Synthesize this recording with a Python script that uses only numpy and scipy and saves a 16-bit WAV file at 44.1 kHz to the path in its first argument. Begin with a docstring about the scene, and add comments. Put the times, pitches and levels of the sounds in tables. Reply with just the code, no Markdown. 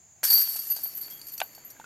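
"""First comes a faint hiss of insects in a wood, with feet shuffling on dry leaves. Then a thrown
plastic disc crashes into the hanging steel chains of a basket. The links click and ring as they hit
each other, clash again as they swing back, and squeak as they slide, while the disc knocks down into
the tray. The player clacks two discs together, and twigs pop underfoot."""
import sys
import numpy as np
from scipy import signal
from scipy.fft import rfft, irfft, next_fast_len
from scipy.io import wavfile

SR = 44100
rng = np.random.default_rng(int(sys.argv[2]) if len(sys.argv) > 2 else 0)


def dump(signal):
    """Clip the signal to [-1, 1] and save it as 16-bit WAV at the path in sys.argv[1]."""
    limited = np.clip(np.atleast_2d(signal).T, -1, 1)
    pcm = np.round(limited * 32767).astype(np.int16)
    wavfile.write(sys.argv[1], SR, pcm)


N = 81585

# tone of the still air (frequency [Hz], level [dB])
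AIR_TONE = [(20, -20), (45, -24), (75, 3.5), (150, 4), (400, -26), (700, -3), (2000, -41), (5000, -14),
            (12000, -49)]
# tone of the insect hiss (frequency [Hz], level [dB])
INSECT_TONE = [(5000, -33), (5850, -23), (6400, -0.5), (6850, 3), (7350, -0.5), (7900, -26.5), (15000, -30)]
# tone of the dry leaves (frequency [Hz], level [dB])
LEAF_TONE = [(40, -6), (120, -4.5), (300, 2.5), (520, -2), (1200, -6), (2200, -3), (4000, -14),
             (10000, -16.5)]
# how loudly the feet shuffle (time [s], level [dB])
SHUFFLE_LEVELS = [(.15, -70), (.45, -62.5), (1.1, -57), (1.25, -60.5), (1.5, -59), (1.85, -60)]
# how much the background differs between the ears (frequency [Hz], level [dB])
STEREO_WIDTH = [(30, -4), (150, -8), (1500, -28), (7000, -8)]
# loudness of the rattling chains (time [s], high ring [dB], low ring [dB], click [dB])
RATTLE_LEVELS = [(0.233, -44, -37, -28), (.275, -27.5, -31, -31.5), (0.318, -18.5, -26.5, -34),
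                 (0.396, -22, -32, -35.5), (0.444, -32.5, -43, -38.5), (.62, -40, -55, -43.5)]
# chains swinging together (time [s], high ring [dB], low ring [dB], click [dB], length [s])
CHAIN_CLASHES = [(0.237, -23, -55, -53, 0.0064), (0.248, -20, -54.5, -31, .005),
                 (.301, -17.5, -23.5, -30.5, 0.013), (.326, -30, -26, -28.5, 0.0076),
                 (.349, -24, -23, -43, .016), (.378, -25, -30.5, -35.5, .006),
                 (0.413, -38, -59, -34.5, 0.0039), (0.484, -27, -65, -50, .012),
                 (.545, -32, -46, -61, 0.013), (0.561, -56, -77.5, -41, 0.0119),
                 (.591, -30, -39.5, -50, 0.0021), (0.669, -33, -77, -48, 0.017),
                 (.701, -22.5, -41, -49, .012), (.713, -26.5, -46, -42.5, 0.01572),
                 (.761, -42, -36.5, -42, 0.0078), (0.834, -26.5, -48, -52, .02),
                 (.852, -32.5, -46, -51.5, 0.0242), (0.948, -33, -70, -62, .01),
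                 (0.97, -31, -70, -50, 0.011), (1.009, -32, -47, -54, 0.0132), (1.026, -57, -41, -47, 0.03),
                 (1.056, -41, -65, -75, 0.011), (1.101, -39.5, -73, -52, 0.012),
                 (1.128, -39.5, -75, -62, .018), (1.193, -49, -58.5, -73, .005),
                 (1.214, -72, -41, -51, 0.001915), (1.266, -40, -55, -54, 0.0044),
                 (1.284, -58, -55, -46, 0.019), (1.319, -38.5, -75, -57.5, 0.0028),
                 (1.333, -36.5, -49.5, -52, 0.015), (1.378, -39.5, -43, -43.5, .005),
                 (1.4224, -37, -75, -60, .003), (1.548, -45.5, -54.5, -54.5, .002),
                 (1.648, -41.5, -96.5, -99, .003), (1.701, -43.5, -65, -52.5, 0.008)]
# A ring time, or T60, is how long a sound takes to fade by 60 dB.
# a link's low notes (pitch [Hz], level [dB], ring time [s], spread between links [Hz])
LINK_LOW_NOTES = [(4472, -1.5, 0.15, 8.3), (4530, -6.5, 0.47, 2.76), (4606, -7, 0.25, 8.8),
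                  (4730, -1.5, 0.076, 21)]
# a link's high notes (pitch [Hz], level [dB], ring time [s], spread between links [Hz])
LINK_HIGH_NOTES = [(11690, -5, 0.05, 50), (11890, 0, 0.1, 68), (12170, 2, 0.19, 35.4),
                   (12130, 2, 0.034, 180), (12560, -3, 0.15, 69), (12840, -1.5, 0.11, 72),
                   (14180, -9, 0.095, 160)]
# tone of link clicking on link (frequency [Hz], level [dB])
CLICK_TONE = [(100, -68), (450, -12.5), (1800, -3.5), (3700, -10), (5200, 2), (7500, -3.5), (13500, 4),
              (15800, -12)]
# notes of the wire tray and pole (pitch [Hz], level [dB], ring time [s])
TRAY_NOTES = [(350, -49.5, 0.12), (1553, -35, 0.13), (1674, -34.5, 0.14)]
# the disc knocking in the basket (time [s], body [dB], crack [dB])
BASKET_KNOCKS = [(.2325, -25.5, -24), (.314, -35, -53), (.378, -38.5, -59), (.474, -45, -37.5),
                 (.557, -39, -65), (.765, -37.5, -64), (.788, -40.5, -65), (.833, -46, -65),
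                 (.857, -38, -42), (1.081, -45, -42.5)]
# notes of the disc's body (pitch [Hz], level [dB], ring time [s])
DISC_NOTES = [(668, -8.5, 0.032), (757, -3.5, 0.026), (872, -7, 0.027), (1147, -19.5, 0.038),
              (1568, -12, 0.04), (2455, -10, 0.012), (3020, -16.5, 0.022)]
# tone of a sharp crack, for discs and twigs (frequency [Hz], level [dB])
CRACK_TONE = [(60, -18), (350, -27), (900, 3.5), (2800, 10.5), (4800, 2.5), (11000, 0), (15000, -6)]
# links sliding on each other (time [s], level [dB], pitch [Hz])
LINK_SQUEAKS = [(.695, -46, 7030), (0.774, -47, 6400), (1.127, -50.5, 3266), (1.171, -54, 3260)]
# discs clacking in the player's hands (time [s], body [dB], crack [dB])
HAND_CLACKS = [(1.4022, -38, -18), (1.408, -33, -45), (1.4156, -16.5, -19), (1.579, -41, -51)]
# twigs popping underfoot (time [s], level [dB], pitch [Hz])
TWIG_POPS = [(1.766, -47, 1620), (1.7988, -35, 878), (1.814, -43, 1480), (1.8425, -37, 1450)]

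HIT_S = .2315  # the disc first touches the chains
SETTLE_DB_PER_S = [21, 16, 26]  # how fast the high ring, low ring and clicks die away
RING_RISE_S = 0.00042
TOP_HZ = 15850


def amp(db):
    """Turn decibels into a volume multiplier."""
    return 10 ** (np.asarray(db) / 20)


def unit(x):
    """Scale to an average power of 1."""
    return x / np.sqrt(np.mean(x ** 2) + 1e-20)


def unit_energy(x):
    """Scale each row to a total energy of 1."""
    return x / np.linalg.norm(x, axis=-1, keepdims=True)


def fade(t, t60):
    """Die away by 60 dB every t60 seconds."""
    return np.exp(-np.log(1000) * t / t60)


def colour(x, points):
    """Shape a sound's tone along a curve of (frequency [Hz], level [dB]) points."""
    size = next_fast_len(x.shape[-1] + 4096)
    hz, db = np.transpose(points)
    gain = amp(np.interp(np.log(np.fft.rfftfreq(size, 1 / SR) + 1), np.log(hz + 1), db))
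    return irfft(rfft(x, size) * gain, size)[..., :x.shape[-1]]


def noise(points, size=N):
    """Noise with the given tone and an average power of 1."""
    return unit(colour(rng.standard_normal(size), points))


def wide_noise(points):
    """Stereo noise, widest in the bass."""
    mid, side = noise(points), colour(noise(points), STEREO_WIDTH)
    return np.array([mid + side, mid - side])


def add(track, s, sound):
    """Mix a sound in at s seconds."""
    part = track[int(s * SR):][:len(sound)]
    part += sound[:len(part)]


def pan(x, db):
    """Place a sound to the left (+) or right (-)."""
    return x * amp([[db], [-db]])


def background(air_db=-68, insects_db=-58.5):
    """Still air, a steady hiss of insects and feet shuffling on dry leaves."""
    air = amp(air_db) * wide_noise(AIR_TONE)
    insects = amp(insects_db) * wide_noise(INSECT_TONE)
    shuffle_db = np.interp(np.arange(N) / SR, *np.transpose(SHUFFLE_LEVELS))
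    return air + insects + amp(shuffle_db) * wide_noise(LEAF_TONE)


def link_contacts(count=1100, start_per_s=2200, scatter_db=4.5, links_per_clash=4):
    """When links hit, which link it is, and how hard (high ring, low ring, click)."""
    # the rattle: contacts thin out as the chains settle
    s, *levels = np.transpose(RATTLE_LEVELS)
    remaining = 1 - (np.arange(count) + rng.random(count)) / (count + 1)
    times = HIT_S - np.log(remaining) * count / start_per_s
    settling_s = np.maximum(times - s[-1], 0)
    db = [np.interp(times, s, level) - fall * settling_s for level, fall in zip(levels, SETTLE_DB_PER_S)]
    scatter = unit(amp(scatter_db * rng.standard_normal(count)))
    gap_samples = SR / (start_per_s * remaining)
    all_times, links, strengths = [times], [np.arange(count)], [amp(db) * scatter * np.sqrt(gap_samples)]
    # each clash: seven quick contacts among a few links
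    order = np.arange(7)
    clash_gain = np.sqrt(0.015 * SR)  # the energy of its level held for 15 ms
    for start, high, low, click, length in CHAIN_CLASHES:
        lag = (order + rng.random(len(order)) * (order > 0)) / len(order)
        shares = unit_energy(np.exp(-lag) * amp(2 * rng.standard_normal(len(order))))
        all_times.append(start + length * lag)
        links.append(rng.integers(count) + order % links_per_clash)
        strengths.append(np.outer(amp([high, low, click]), shares) * clash_gain)
    return np.concatenate(all_times), np.concatenate(links), np.hstack(strengths)


def link_pings(times, strengths, count=3, favoured_share=0.24):
    """Each contact wakes a few of a link's many weak notes; one answers more often than the rest."""
    t, out = np.arange(SR // 20) / SR, np.zeros(N + SR)
    shape = np.sqrt(2 / count) * unit_energy(fade(t, t60=.055) * (1 - np.exp(-t / RING_RISE_S)))
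    for s, strength in zip(times, strengths):
        favoured = rng.random(count) < favoured_share
        hz = np.where(favoured, rng.normal(8944, 122, count), rng.uniform(2625, 11447, count))
        add(out, s, strength * shape * np.sin(2 * np.pi * np.outer(hz, t)).sum(0))
    return colour(out[:N], CLICK_TONE)


def link_ring(notes, t):
    """One steel link rings, tuned a little differently from its neighbours."""
    ring = np.zeros(len(t))
    for hz, db, t60, spread in notes:
        loudness = amp(db + 1.8 * rng.normal()) * fade(t, t60)
        own_hz = hz + spread * rng.normal()
        ring += loudness * np.sin(2 * np.pi * (own_hz * t + rng.random()))
    return unit_energy(ring * (1 - np.exp(-t / RING_RISE_S)))


def chains(link_count=17, ping_db=-.5, click_db=-2):
    """Every contact makes one of the links ping, click and ring."""
    times, links, strengths = link_contacts()
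    t = np.arange(SR // 2) / SR
    out = amp(ping_db) * link_pings(times, strengths[-1])
    for link in range(link_count):
        own = links % link_count == link
        starts = (times[own] * SR).astype(int)
        blows = np.array([np.bincount(starts, row[own], N)[:N] for row in strengths])
        click = amp(click_db) * unit_energy(noise(CLICK_TONE, len(t)) * fade(t, t60=0.024))
        voice = np.array([link_ring(LINK_HIGH_NOTES, t), link_ring(LINK_LOW_NOTES, t), click])
        out += signal.fftconvolve(blows, voice, axes=1).sum(0)[:N]  # play the voice at every blow
    return out


def tray():
    """The wire tray and pole ring once from the hit."""
    t = np.maximum(np.arange(N) / SR - HIT_S, 0)
    return sum(amp(db) * fade(t, t60) * np.sin(2 * np.pi * hz * t) for hz, db, t60 in TRAY_NOTES)


def disc_knocks(knocks, pitch_spread=0.036, rim_db=-22.5, bass_cut_hz=647, crack_hz=6950):
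    """Struck plastic gives a sharp crack, a short hollow note and a faint after-ring of the rim."""
    out, t = np.zeros(N), np.arange(SR // 10) / SR
    rim = amp(rim_db) * fade(t, t60=0.069)
    rise = 1 - np.exp(-t / .0003)
    bass_cut = signal.butter(4, bass_cut_hz, "high", fs=SR, output="sos")  # small discs give little bass
    for s, body_db, crack_db in knocks:
        body = np.zeros(len(t))
        for hz, db, t60 in DISC_NOTES:
            loudness = amp(db + rng.normal()) * (fade(t, t60) + rim)
            own_hz = hz * (1 + pitch_spread * rng.normal())  # shifts with the spot that is hit
            body += loudness * np.sin(2 * np.pi * own_hz * t)
        body = signal.sosfilt(bass_cut, body)
        top_hz = min(crack_hz * amp(0.97 * (crack_db - body_db)), TOP_HZ)  # harder hits are brighter
        crack = noise(CRACK_TONE, len(t)) * fade(t, t60=0.02)
        crack = signal.sosfilt(signal.butter(2, top_hz, fs=SR, output="sos"), crack)
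        add(out, s, (amp(body_db - 3) * body + amp(crack_db - 3) * crack) * rise)
    return out


def tree_echo(x, mid_db=-21, side_db=-30.5):
    """Sound bounces faintly back from trunks and branches."""
    t = np.arange(SR // 2) / SR
    shape = fade(t, t60=0.13) * (1 - np.exp(-t / 0.0043))
    tails = unit_energy(rng.standard_normal((2, len(t))) * shape)
    mid, side = signal.fftconvolve(x[None], tails, axes=1)[:, :N] * amp([[mid_db], [side_db]])
    return np.array([mid + side, mid - side])


def squeaks(half_length_s=0.018, waver_hz=21):
    """Steel sliding on steel makes brief, slightly rough tones."""
    t = np.arange(N) / SR
    waver = np.cumsum(rng.standard_normal(N)) * np.sqrt(2 * np.pi * waver_hz / SR)
    return sum(amp(db) * np.exp(-((t - s) / half_length_s) ** 2) * np.sin(2 * np.pi * hz * t + waver)
               for s, db, hz in LINK_SQUEAKS)


def twigs(snap_db=-13.5):
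    """Twigs pop under a step, each a short woody note with a noisy snap."""
    out, t = np.zeros(N), np.arange(SR // 20) / SR
    for s, db, hz in TWIG_POPS:
        snap = amp(snap_db) * noise(CRACK_TONE, len(t))
        add(out, s, amp(db) * fade(t, t60=0.03) * (np.sin(2 * np.pi * hz * t) + snap))
    return out


def scene():
    """The basket a little to the left, the player a little to the right, the wood all round."""
    basket = chains() + squeaks() + tray() + disc_knocks(BASKET_KNOCKS)
    player = disc_knocks(HAND_CLACKS) + twigs()
    return pan(basket, db=0.6086) + pan(player, db=-.5) + tree_echo(basket + player) + background()


def record(dry):
    """Cut away the very highest treble, above TOP_HZ."""
    size = next_fast_len(N + SR // 2)
    kept = np.fft.rfftfreq(size, 1 / SR) < TOP_HZ
    return irfft(rfft(dry, size) * kept, size)[:, :N]


dry = scene()
out = record(dry)
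dump(out)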